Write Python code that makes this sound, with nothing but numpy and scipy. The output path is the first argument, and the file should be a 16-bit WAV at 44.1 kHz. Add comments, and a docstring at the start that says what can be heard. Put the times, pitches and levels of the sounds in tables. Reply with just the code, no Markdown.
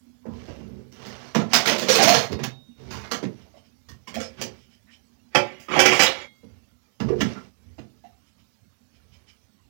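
"""Bowls and dishes shifted and stacked in a wire rack in a small kitchen; right channel only, left silent.
Soft plastic knocks and drags up to 1.1 s; small steel bowl 1.3-3.2 s; large steel bowl 4.1-6.1 s,
ringing on; plastic again 6.4-8.0 s; then faint rustles and a drag over the hush.
Blow: filtered-noise clack, resonant knock, rack thud and decaying modes. Drag: friction noise and
noise-driven modes."""
import sys
import numpy as np
from scipy import signal
from scipy.fft import rfft, irfft
from scipy.io import wavfile
from scipy.ndimage import uniform_filter1d

SR = 44100
rng = np.random.default_rng(int(sys.argv[2]) if len(sys.argv) > 2 else 0)


def to_wav(sig):
    """Store sig (one row per channel, or 1-D mono) as 16-bit WAV at the path in sys.argv[1].

    Samples outside -1..1 are clipped; the rate is SR.
    """
    pcm = np.clip(np.atleast_2d(sig), -1, 1) * 32767
    pcm = np.round(pcm).astype(np.int16)
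    wavfile.write(sys.argv[1], SR, pcm.T)  # frames by channels


N = 427632  # samples, 9.7 s

# All table levels are relative: stages downstream add gain.


def amp(db):
    """Amplitude factor of a level in dB."""
    return np.exp(np.asarray(db) * (np.log(10) / 20))


def evened(x):
    """Scales x to rms 1."""
    return x / np.sqrt(np.mean(x ** 2) + 1e-20)


def read(points, hz):
    """Interpolates (f/Hz, value) points over log frequency."""
    f, value = np.transpose(points)
    return np.interp(np.log(hz + 1), np.log(f + 1), value)


def add(mix, start_s, sound):
    """Adds sound into mix at start_s, cut at the end of mix."""
    part = mix[round(start_s * SR):][:len(sound)]
    part += sound[:len(part)]


def slow_noise(count, size):
    """Noise smoothed over size samples; rms 1."""
    return evened(uniform_filter1d(rng.standard_normal(count), size))


def swell(t, rise_s, t60_s):
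    """Rounded rise, hold to 2.9 rise_s, then a fall of 60 dB in t60_s."""
    fall_db = -60 * np.maximum(t - 2.9 * rise_s, 0) / t60_s
    return np.sin(np.pi / 2 * np.minimum(t / rise_s, 1)) * amp(fall_db)


def hump(x, centre_hz, share):
    """Passes x through a steep resonance whose width is a share of its pitch; rms 1."""
    hz = np.fft.rfftfreq(len(x), 1 / SR)
    offset = (hz - centre_hz) / (share * centre_hz)
    return evened(irfft(rfft(x) / (1 + offset ** 2) ** 2, len(x)))


def ringing(modes, t):
    """Impulse response of a set of decaying modes; peak 1."""
    hz, db, t60_s = np.transpose(modes)[:, :, None]
    tones = (amp(db - 60 * t / t60_s) * np.sin(2 * np.pi * hz * t)).sum(0)
    return tones / abs(tones).max()


def shaken(modes, lumpy_db, size):
    """Modes driven by noise that comes in uneven pushes; rms 1."""
    pushes = rng.standard_normal(N) * amp(lumpy_db * slow_noise(N, size))
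    return evened(signal.oaconvolve(pushes, ringing(modes, np.arange(12000) / SR))[:N])


def patchy(spectrum, size, patchy_db, frames_wide, bins_wide):
    """Noise whose short-time spectrum has drifting loud and soft patches; rms 1."""
    hz = np.fft.rfftfreq(size, 1 / SR)
    real, imag, patches = rng.standard_normal((4 * N // size + 5, len(hz), 3)).T
    patches = uniform_filter1d(uniform_filter1d(patches, bins_wide, 0), frames_wide, 1)
    level_db = read(spectrum, hz)[:, None] + patchy_db * evened(patches)
    z = (real + 1j * imag) * amp(level_db)
    return evened(signal.istft(z, nperseg=size, noverlap=3 * size // 4)[1][:N])


# Background spectrum: [f/Hz, density/dB per Hz]
HUSH_SPECTRUM = [(18, -36.5), (30, -9), (75, 9), (142, -16), (205, -0.5), (356, -20.5), (1400, -23),
                 (1520, -25.5), (5960, -24), (8180, -33), (13500, -32), (15000, -29.5), (16200, -30)]


def hush():
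    """Steady background noise with drifting spectral patches."""
    return amp(-62) * patchy(HUSH_SPECTRUM, size=1024, patchy_db=4.5, frames_wide=10, bins_wide=4)


# Level of the low hum: [t/s, level/dB]
HUM_LEVEL = [(0, -50), (.25, -59.5), (2.7, -59), (3.701, -67.5), (4.601, -68), (5.3, -60.5), (6.5, -68),
             (8.15, -65), (8.4, -77.5), (9.7, -76)]
# Wire rack, first two modes the counter: [f/Hz, level/dB, t60/s]
RACK_MODES = [(72, -6, .5), (88, -6, .5), (133, -2, .35), (203, -1, .24), (241, -2, .28), (300, -5, .14),
              (375, -3, .15), (430, -4, .14)]


def rack_hum():
    """One rack mode, driven by uneven noise, hums faintly on and off."""
    level_db = np.interp(np.arange(N) / SR, *np.transpose(HUM_LEVEL))
    return amp(level_db) * shaken(RACK_MODES[4:5], lumpy_db=5.0, size=4000)


# Reverberation: [f/Hz, t60/s]
KITCHEN_T60 = [(100, 0.45), (500, .35), (1500, 0.2), (4000, 0.22), (10000, 0.16)]


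def kitchen(x):
    """Sparse taps of random sign, each band dying at its own speed."""
    taps = np.zeros(SR // 2)
    at = np.arange(200, len(taps) - 20, 20)
    taps[at + rng.integers(0, 20, len(at))] = rng.choice([-1., 1.], len(at))
    hz, t, z = signal.stft(taps, SR, nperseg=256)
    fall_db = -60 * t / read(KITCHEN_T60, hz)[:, None]
    tail = signal.istft(z * amp(fall_db), SR, nperseg=256)[1]
    return signal.oaconvolve(x, tail / np.linalg.norm(tail))[:N]


# Single rubs of a finger or rim: [t/s, f/Hz, level/dB, length/s]
RUB_EVENTS = [(0.214, 996, -57, 0.18), (1.874, 5600, -28.5, .11), (2.01, 5270, -23, 0.044),
              (7.319, 1308, -50.5, 0.1), (4.139, 5200, -51, 0.18), (4.402, 4800, -44, 0.059),
              (3.431, 680, -63, 0.075), (3.558, 680, -56, 0.037), (4.86, 1900, -61.5, 0.075)]
# Faint rustles of handled dishes: [t/s, level/dB, length/s]
RUSTLE_EVENTS = [(3.389, -67.5, .07), (3.548, -66, .067), (3.617, -70.5, .08), (4.55, -67.5, .14),
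                 (4.676, -67, .11), (4.889, -61.5, .09), (8.25, -71.5, .06), (8.361, -72, .08),
                 (8.931, -70, .058), (9.106, -65, 0.073), (9.258, -61.5, 0.074)]
# Pitches sounded together in each rustle: [f/Hz, level/dB]
RUSTLE_TONES = [(2350, -5.5), (3050, -1), (5300, -3)]


def rubs():
    """Noise puffs, a narrow core in a wide rustle, that swell and fade."""
    out = np.zeros(N)
    rustles = [(start_s, hz, db + tone_db, length_s)
               for start_s, db, length_s in RUSTLE_EVENTS for hz, tone_db in RUSTLE_TONES]
    for start_s, hz, db, length_s in list(RUB_EVENTS) + rustles:
        core, rustle = rng.standard_normal((2, 8192))
        puff = hump(core, hz, share=.09) + amp(-1.5) * hump(rustle, hz, share=.7)
        puff = puff[:round(length_s * SR)]
        add(out, start_s, amp(db) * puff * np.hanning(len(puff)))
    return out


# Drags: [start t/s, strongest t/s, end t/s, scrape level/dB, large-bowl hum level/dB,
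#         rack rumble level/dB, counter boom level/dB]
SLIDE_EVENTS = [(0.24, 0.364, 0.98, -64, -75, -44.5, -44), (0.296, 0.499, 0.75, -55, -79.5, -62, -63),
                (0.535, .78, 1.09, -71.5, -77, -45.5, -65), (0.892, 1.099, 1.88, -46, -84.5, -45.5, -55.5),
                (1.484, 1.758, 1.83, -32, -48, -51, -57.5), (1.84, 2.052, 2.3, -23.5, -38.5, -37.5, -59.5),
                (2.294, 2.346, 2.38, -71, -82.5, -29, -36), (2.747, 2.98, 3.27, -52.5, -64.5, -42.5, -48),
                (3.22, 3.4, 3.63, -60.5, -80, -61.5, -62), (3.858, 3.92, 4.1, -68.5, -76.5, -62, -52.5),
                (4.048, 4.199, 4.5, -54, -52.5, -50, -53), (4.359, 4.406, 4.63, -48, -55, -40.5, -59),
                (5.3, 5.401, 5.75, -58.5, -43, -58, -59.5), (5.682, 5.84, 6.0, -41, -28, -41.5, -64),
                (5.902, 6.04, 6.3, -35, -30, -52, -68.5), (6.398, 6.55, 6.8, -77, -80.5, -69, -52.5),
                (6.987, 7.087, 7.27, -54, -79.5, -33, -35), (7.142, 7.278, 7.53, -45, -59, -35, -48),
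                (7.548, 7.683, 8.1, -78, -83, -62.5, -52.5), (8.901, 9.205, 9.5, -77, -80, -69, -60)]
# Levels between drags: [scrape/dB, bowl hum/dB, rack rumble/dB, counter boom/dB]
STILL_LEVELS = (-77.5, -91.5, -76.5, -72)
# Friction spectrum: [f/Hz, density/dB per Hz]
SCRAPE_SPECTRUM = [(250, -11.5), (500, 5), (900, 0), (3000, -6), (5800, -7), (8200, -24), (13600, -34.5),
                   (15200, -27), (16200, -33.5)]


def sliding():
    """Friction noise that also stirs the dishes' modes; rack and counter shake with it."""
    levels = amp(STILL_LEVELS)[:, None] * np.ones(N)
    for start_s, top_s, end_s, *dbs in SLIDE_EVENTS:
        t = np.arange(start_s, end_s, 1 / SR)
        stroke_db = np.interp(t, [start_s, top_s, end_s], [-9, 0, -22.5])
        stroke = amp(stroke_db) * signal.windows.tukey(len(t), .3)
        for level, db in zip(levels, dbs):
            add(level, start_s, amp(db) * stroke)
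    scrape, hum, rumble, boom = levels
    friction = patchy(SCRAPE_SPECTRUM, size=1024, patchy_db=2., frames_wide=12, bins_wide=2)
    friction += amp(-6.5) * shaken(PLASTIC_MODES, lumpy_db=3.5, size=700)
    friction *= amp(2. * slow_noise(N, size=90)) / 1.1  # rims catch and slip
    rack = shaken(RACK_MODES[2:], lumpy_db=2.5, size=2000)
    counter = shaken(RACK_MODES[:2], lumpy_db=2.5, size=3000)
    clang = patchy(CLANG_SPECTRUM, size=1024, patchy_db=4., frames_wide=16, bins_wide=2)
    bowl = shaken(LARGE_MODES, lumpy_db=4., size=400) + amp(-3.) * hump(clang, 1800., share=.9)
    return scrape * friction + hum * bowl + rumble * rack + boom * counter


# Modes that stand out as a bowl rings off: [t/s, f/Hz, level/dB, rise/s, t60/s]
SINGING_MODES = [(2.08, 695, -31, .02, .35), (2.125, 6400, -31, .012, .16), (2.25, 3730, -56, .11, 1.3),
                 (4.16, 530, -39.5, 0.014, .45), (5.35, 520, -27, .008, .3), (5.352, 848, -28, .01, .3),
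                 (5.352, 1365, -33, .01, .25), (5.86, 2290, -28, .012, .3), (5.86, 3252, -29, .01, .3),
                 (6.03, 2909, -28, .015, .25), (6.03, 841, -41, .02, .4), (6.04, 3752, -44, .03, .4),
                 (6.05, 4165, -41, 0.023, .34), (6.12, 2142, -52, .035, .7), (6.1, 3320, -50, .03, .55)]


def singing():
    """Lone steel modes that outlast the clatter, fluttering as the bowl rocks."""
    out, t = np.zeros(N), np.arange(SR) / SR
    for start_s, hz, db, rise_s, t60_s in SINGING_MODES:
        flutter = amp(1.5 * slow_noise(SR, size=1200))
        tone = np.sin(2 * np.pi * hz * t + 6 * rng.random())
        add(out, start_s, amp(db) * swell(t, rise_s, t60_s) * flutter * tone)
    return out


def contact_clack(contact, t, spectrum, modes, peaky_db, rise_s, t60_s):
    """Contact noise carrying the object's many small modes; treble dies sooner than bass."""
    hz = np.fft.rfftfreq(len(t), 1 / SR)
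    fine_peaks = peaky_db * slow_noise(len(hz), size=7)  # random, drawn anew for each blow
    lumps = 2.4 * slow_noise(len(hz), size=80)  # each blow favours other patches of modes
    near_modes = sum(amp(db + 3 * rng.standard_normal()) / (1 + ((hz - f) / (8 + .012 * f)) ** 2)
                     for f, db, _ in modes)
    body = contact * amp(read(spectrum, hz) + fine_peaks + lumps) * (1 + 0.92 * near_modes)
    treble = 1 / (1 + (1000.0 / (hz + 1)) ** 2)
    clack = irfft(body * (1 - treble)) * swell(t, rise_s, 1.8 * t60_s)
    clack += irfft(body * treble) * swell(t, rise_s, t60_s)
    chatter = amp(3.2 * slow_noise(len(t), size=70))  # edges bounce during contact
    return clack * chatter / np.std(irfft(body))


def hollow_knock(t, hz, rise_s, t60_s):
    """Noise through the resonance of a hollow; peak 1."""
    knock = hump(rng.standard_normal(len(t)), hz, share=0.13)
    knock *= swell(t, 0.577 * rise_s, 0.59 * t60_s)
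    return knock / abs(knock).max()


def rack_thud(t, thud_hz, rise_s):
    """Rack modes driven by a noisy push, those near thud_hz strongest; built at SR/8; peak 1."""
    hz, db, t60_s = np.transpose(RACK_MODES[2:])
    near_db = db - 15. * abs(np.log2(hz / thud_hz))
    rack = ringing(np.transpose([hz, near_db, 0.3 * t60_s]), t[::8])
    push = rng.standard_normal(600) * swell(t[:4800:8], 1.3 * rise_s, 0.13)
    thud = signal.fftconvolve(rack, push / np.linalg.norm(push))[:len(rack)]
    thud = signal.resample_poly(thud, up=8, down=1)
    return thud / abs(thud).max()


def main_ring(strike, modes, t):
    """Main modes rung by the strike; each blow lands elsewhere on a dish held differently."""
    off_pitch, off_db, damped = rng.standard_normal((3, len(modes)))
    hz, db, t60_s = np.transpose(modes)
    held = np.transpose([hz * (1 + .006 * off_pitch), db + 4. * off_db,
                         t60_s * amp(-2.5 * abs(damped))])
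    return signal.fftconvolve(strike / np.linalg.norm(strike), ringing(held, t))


def blows(table, spectrum, modes, peaky_db, rise_s, ring_db):
    """Each blow sums a clack, a hollow knock, a rack thud and the ring of the main modes."""
    out, t = np.zeros(N), np.arange(12288) / SR
    hz = np.fft.rfftfreq(len(t), 1 / SR)
    for start_s, db, tilt_db, t60_s, knock_db, knock_hz, thud_db, thud_hz in table:
        # each blow has its own brightness: tilt in dB per octave
        contact = rfft(rng.standard_normal(len(t))) * amp(tilt_db * np.log2((hz + 300) / 3000))
        hit = contact_clack(contact, t, spectrum, modes, peaky_db, rise_s, t60_s)
        hit += amp(knock_db + 6.5) * hollow_knock(t, knock_hz, rise_s, t60_s)
        hit += amp(thud_db + 9.5) * rack_thud(t, thud_hz, rise_s)
        add(out, start_s, amp(db - 11.5) * hit)
        strike = irfft(contact * amp(tilt_db * np.log2((hz + 300) / 1000)))  # tilted once more
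        strike *= swell(t, rise_s, 0.3 * t60_s)
        add(out, start_s, amp(db + ring_db) * main_ring(strike, modes, t))
    return out


# Blow tables: [t/s, clack level/dB, brightness/dB per octave, treble t60/s,
#               knock re clack level/dB, knock f/Hz, thud re clack level/dB, thud f/Hz]
PLASTIC_BLOWS = [(.2533, -56, -2.4, 0.11, 22, 530, 29.5, 244), (.4797, -44, -5, 0.51, 6, 583, 13.5, 332),
                 (.5991, -52, -5.5, .14, 8.5, 412, 19.5, 218), (.9168, -45.5, 2.2, 0.29, -15, 810, 1, 241),
                 (1.0556, -39, 3, 0.17, -8, 520, -1, 140.1), (3.54, -57, -2, .12, 14, 611, 8, 238.7),
                 (3.8857, -41.5, 1.6, .15, -6, 1087, 4, 130), (6.4306, -59, -3, 0.12, 15.5, 495.5, 19, 258),
                 (6.9985, -28, -4, 0.11, -9, 1122, 11.5, 185.7),
                 (7.084, -33, -6.5, .07, 6.5, 446, 2.5, 300), (7.1, -33, -11, 0.039, 23.5, 394, 7.5, 300),
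                 (7.1226, -33, -14, 0.047, 19.5, 425, 2, 293),
                 (7.2045, -15.5, -1, 0.055, -4.5, 3000, -2, 201.8),
                 (7.7807, -42.5, -2.5, 0.12, 2, 735, 9.5, 203),
                 (8.0375, -55, -2, 0.22, 16.5, 748, 6, 247.5)]
# Plastic dish: [f/Hz, level/dB, t60/s]
PLASTIC_MODES = [(1150, -4, .07), (1350, -4, .07), (1750, -5, .07), (2060, -3, .09), (2310, -1, .07),
                 (2800, 0, .06), (3050, -2, .06), (5000, -3, .04), (5400, -4, .04), (5800, -5, .04)]
# Clack of plastic and small bowl: [f/Hz, density/dB per Hz]
CLACK_SPECTRUM = [(350, -21), (600, -12), (933, -10.5), (2450, -11.5), (4200, -12), (5300, -14.5),
                  (6500, -14.5), (8250, -28.5), (13600, -33), (15200, -22.5), (16200, -35)]


def plastic_dishes():
    """Plastic blows: short-lived modes, mostly soft."""
    return blows(PLASTIC_BLOWS, CLACK_SPECTRUM, PLASTIC_MODES, peaky_db=4.5, rise_s=.005, ring_db=-5.5)


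# Blows, columns as for plastic
SMALL_BLOWS = [(1.3465, -15, -4, 0.18, -11, 890, 5, 298), (1.532, -3.5, 0.5, 0.16, -16, 3000, -18, 260),
               (1.655, -14, 0, 0.15, -7.5, 1320, -6.5, 370), (1.672, -12, 0, 0.19, -4, 1980, -13, 370),
               (1.697, -20.5, -3.5, 0.13, 1, 556, -1.5, 364), (1.7192, -24, -1, 0.029, -2, 564, -19, 363),
               (1.7794, -21.5, 1.5, 0.26, -11, 584, -6, 342), (1.818, -24.5, -1.5, 0.15, 4, 602, 0.5, 420),
               (1.8845, -12, 1.3, 0.33, 0, 515, -4.5, 376.3), (1.9506, -11.5, 2.7, 0.12, -4, 485, -11, 357),
               (1.985, -17, -2, 0.48, 4.5, 770, -1.5, 370), (2.0236, -9.5, 2, 0.14, -1.5, 646, -9.5, 198),
               (2.073, -10, 1.1, 0.37, 3.5, 685, -9, 203), (2.139, -13, -1, 0.26, -6, 490, -4.5, 132),
               (2.3175, -29.5, -0.5, 0.073, -16, 470, 10, 358), (2.389, -30, -6, 0.2, 2, 375, 7.5, 132),
               (2.4329, -23, 0.8, 0.099, -30.5, 1330, -3, 132.5),
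               (2.9052, -31.5, -0.8, 0.63, -13, 1465, -5, 253), (3.037, -33.5, -5, 0.13, -9, 796, -33, 126),
               (3.1118, -17, -0.1, 0.14, -7.5, 1150, -9.5, 398),
               (3.2268, -29.5, -4.5, 0.095, 9, 386, 10, 212)]
# Small steel bowl: [f/Hz, level/dB, t60/s]
SMALL_MODES = [(695, -2, .15), (1077, -6, .15), (1669, -6, .18), (1916, -6, .15), (2169, -4, .13),
               (2972, -8, .18), (4290, -7, .13), (4781, -7, .16), (5200, -4, .1), (5905, -9, .15),
               (6412, -8, .15)]


def small_bowl():
    """Small steel bowl: clack with a weaker ring of its modes."""
    return blows(SMALL_BLOWS, CLACK_SPECTRUM, SMALL_MODES, peaky_db=2.0, rise_s=.005, ring_db=-14.5)


# Blows, columns as for plastic
LARGE_BLOWS = [(4.0726, -33, 0.5, 0.096, -2, 1040, -5.5, 232),
               (4.141, -27.5, 2.5, 0.11, -9, 570, -3.5, 203.7),
               (4.163, -35.5, -5, .15, 12, 640, 6.5, 230.4),
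               (4.2007, -27.5, 0.8, 0.098, -3.1, 517, -21.5, 198),
               (4.412, -22.5, 3, 0.1, -7.5, 530.4, -7, 349.4), (5.347, -9, -3.5, 0.12, -2.6, 779, -15, 368),
               (5.5977, -43, 6, 0.36, -11.5, 700, -12, 241.8),
               (5.683, -34, -4, 0.34, 6.5, 1140, 4.5, 349.7),
               (5.709, -27, -14, 0.16, -0.5, 1340, -7.5, 372.7),
               (5.7344, -20, -5, 0.35, 1, 1174, -4, 370.3), (5.7603, -15, -9.5, 0.59, 1.5, 800, -5, 377.7),
               (5.790, -4.5, 0.5, 0.14, -6, 533, -25, 379), (5.853, -5, -0.84, 0.069, -13.5, 503, -18, 379),
               (5.884, -16, 0, 0.098, 6.5, 2300, -19, 379), (5.912, -14, -2, 0.36, 3.5, 2300, -19, 379),
               (5.992, -6, -0.6, 0.13, -14, 1129, -21, 369),
               (6.0212, -7.5, 1.6, 0.11, -17.5, 484, -30.5, 374.3),
               (6.062, -23, -0.5, 0.16, 11, 3760, -17.5, 369)]
# Large steel bowl: [f/Hz, level/dB, t60/s]
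LARGE_MODES = [(375, 0, .2), (534, -4, .25), (576, -4, .25), (848, -5, .18), (1155, -8, .18),
               (1370, -6, .16), (1823, -6, .18), (2014, -5, .22), (2248, -5, .18), (2287, -1, .18),
               (2352, -2, .2), (2676, -8, .25), (2934, -4, .17), (3253, -4, .3), (3451, -10, .2),
               (3752, -12, .2), (4167, -13, .2), (4760, -8, .18), (5335, -12, .15), (5846, -10, .16),
               (6751, -14, .2)]
# Clang of the large bowl: [f/Hz, density/dB per Hz]
CLANG_SPECTRUM = [(120, -49.5), (350, -33), (700, -8.5), (1300, -11.5), (2320, -6.5), (3300, -7.5),
                  (3800, -19.5), (4500, -14.5), (5000, -9.5), (6600, -14), (8500, -25.5), (13600, -33.5),
                  (15200, -25.5), (16200, -27)]


def large_bowl():
    """Large steel bowl: many strong modes, lowest near 375 Hz."""
    return blows(LARGE_BLOWS, CLANG_SPECTRUM, LARGE_MODES, peaky_db=4.0, rise_s=.0044, ring_db=-3.5)


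def scene():
    """Blows and rubs with reverberation, plus drags, singing modes and background; right only."""
    hits = small_bowl() + large_bowl() + plastic_dishes() + rubs()
    no_bass = signal.butter(8, 118., "high", fs=SR, output="sos")  # dishes radiate no deep bass
    hits = signal.sosfilt(no_bass, hits)
    heard = hits + amp(-4.5) * kitchen(hits) + sliding() + singing() + hush() + rack_hum()
    return np.array([np.zeros(N), 2 * heard])


def record(dry):
    """Noise suppressor lowers bands near their quiet level by up to 2 dB; bass cut, soft clip, low-pass."""
    z = signal.stft(dry[1], nperseg=512, noverlap=384)[2]
    power = uniform_filter1d(uniform_filter1d(abs(z) ** 2, 5, 0), 6, 1) + 1e-20
    quiet = np.percentile(power[:, ::4], 20, axis=1, keepdims=True)
    gain = np.maximum(1 - 8.7 * quiet / power, amp(-2.0))
    kept = signal.istft(z * gain, nperseg=512, noverlap=384)[1][:N]
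    kept = signal.sosfilt(signal.butter(4, 60., "high", fs=SR, output="sos"), kept)
    clipped = np.tanh(kept * .88) / .86
    low_pass = signal.firwin(511, 16250, window=("kaiser", 9), fs=SR)
    right = signal.oaconvolve(clipped, low_pass, "same")
    return np.array([np.zeros(N), right])


dry = scene()
out = record(dry)
to_wav(out)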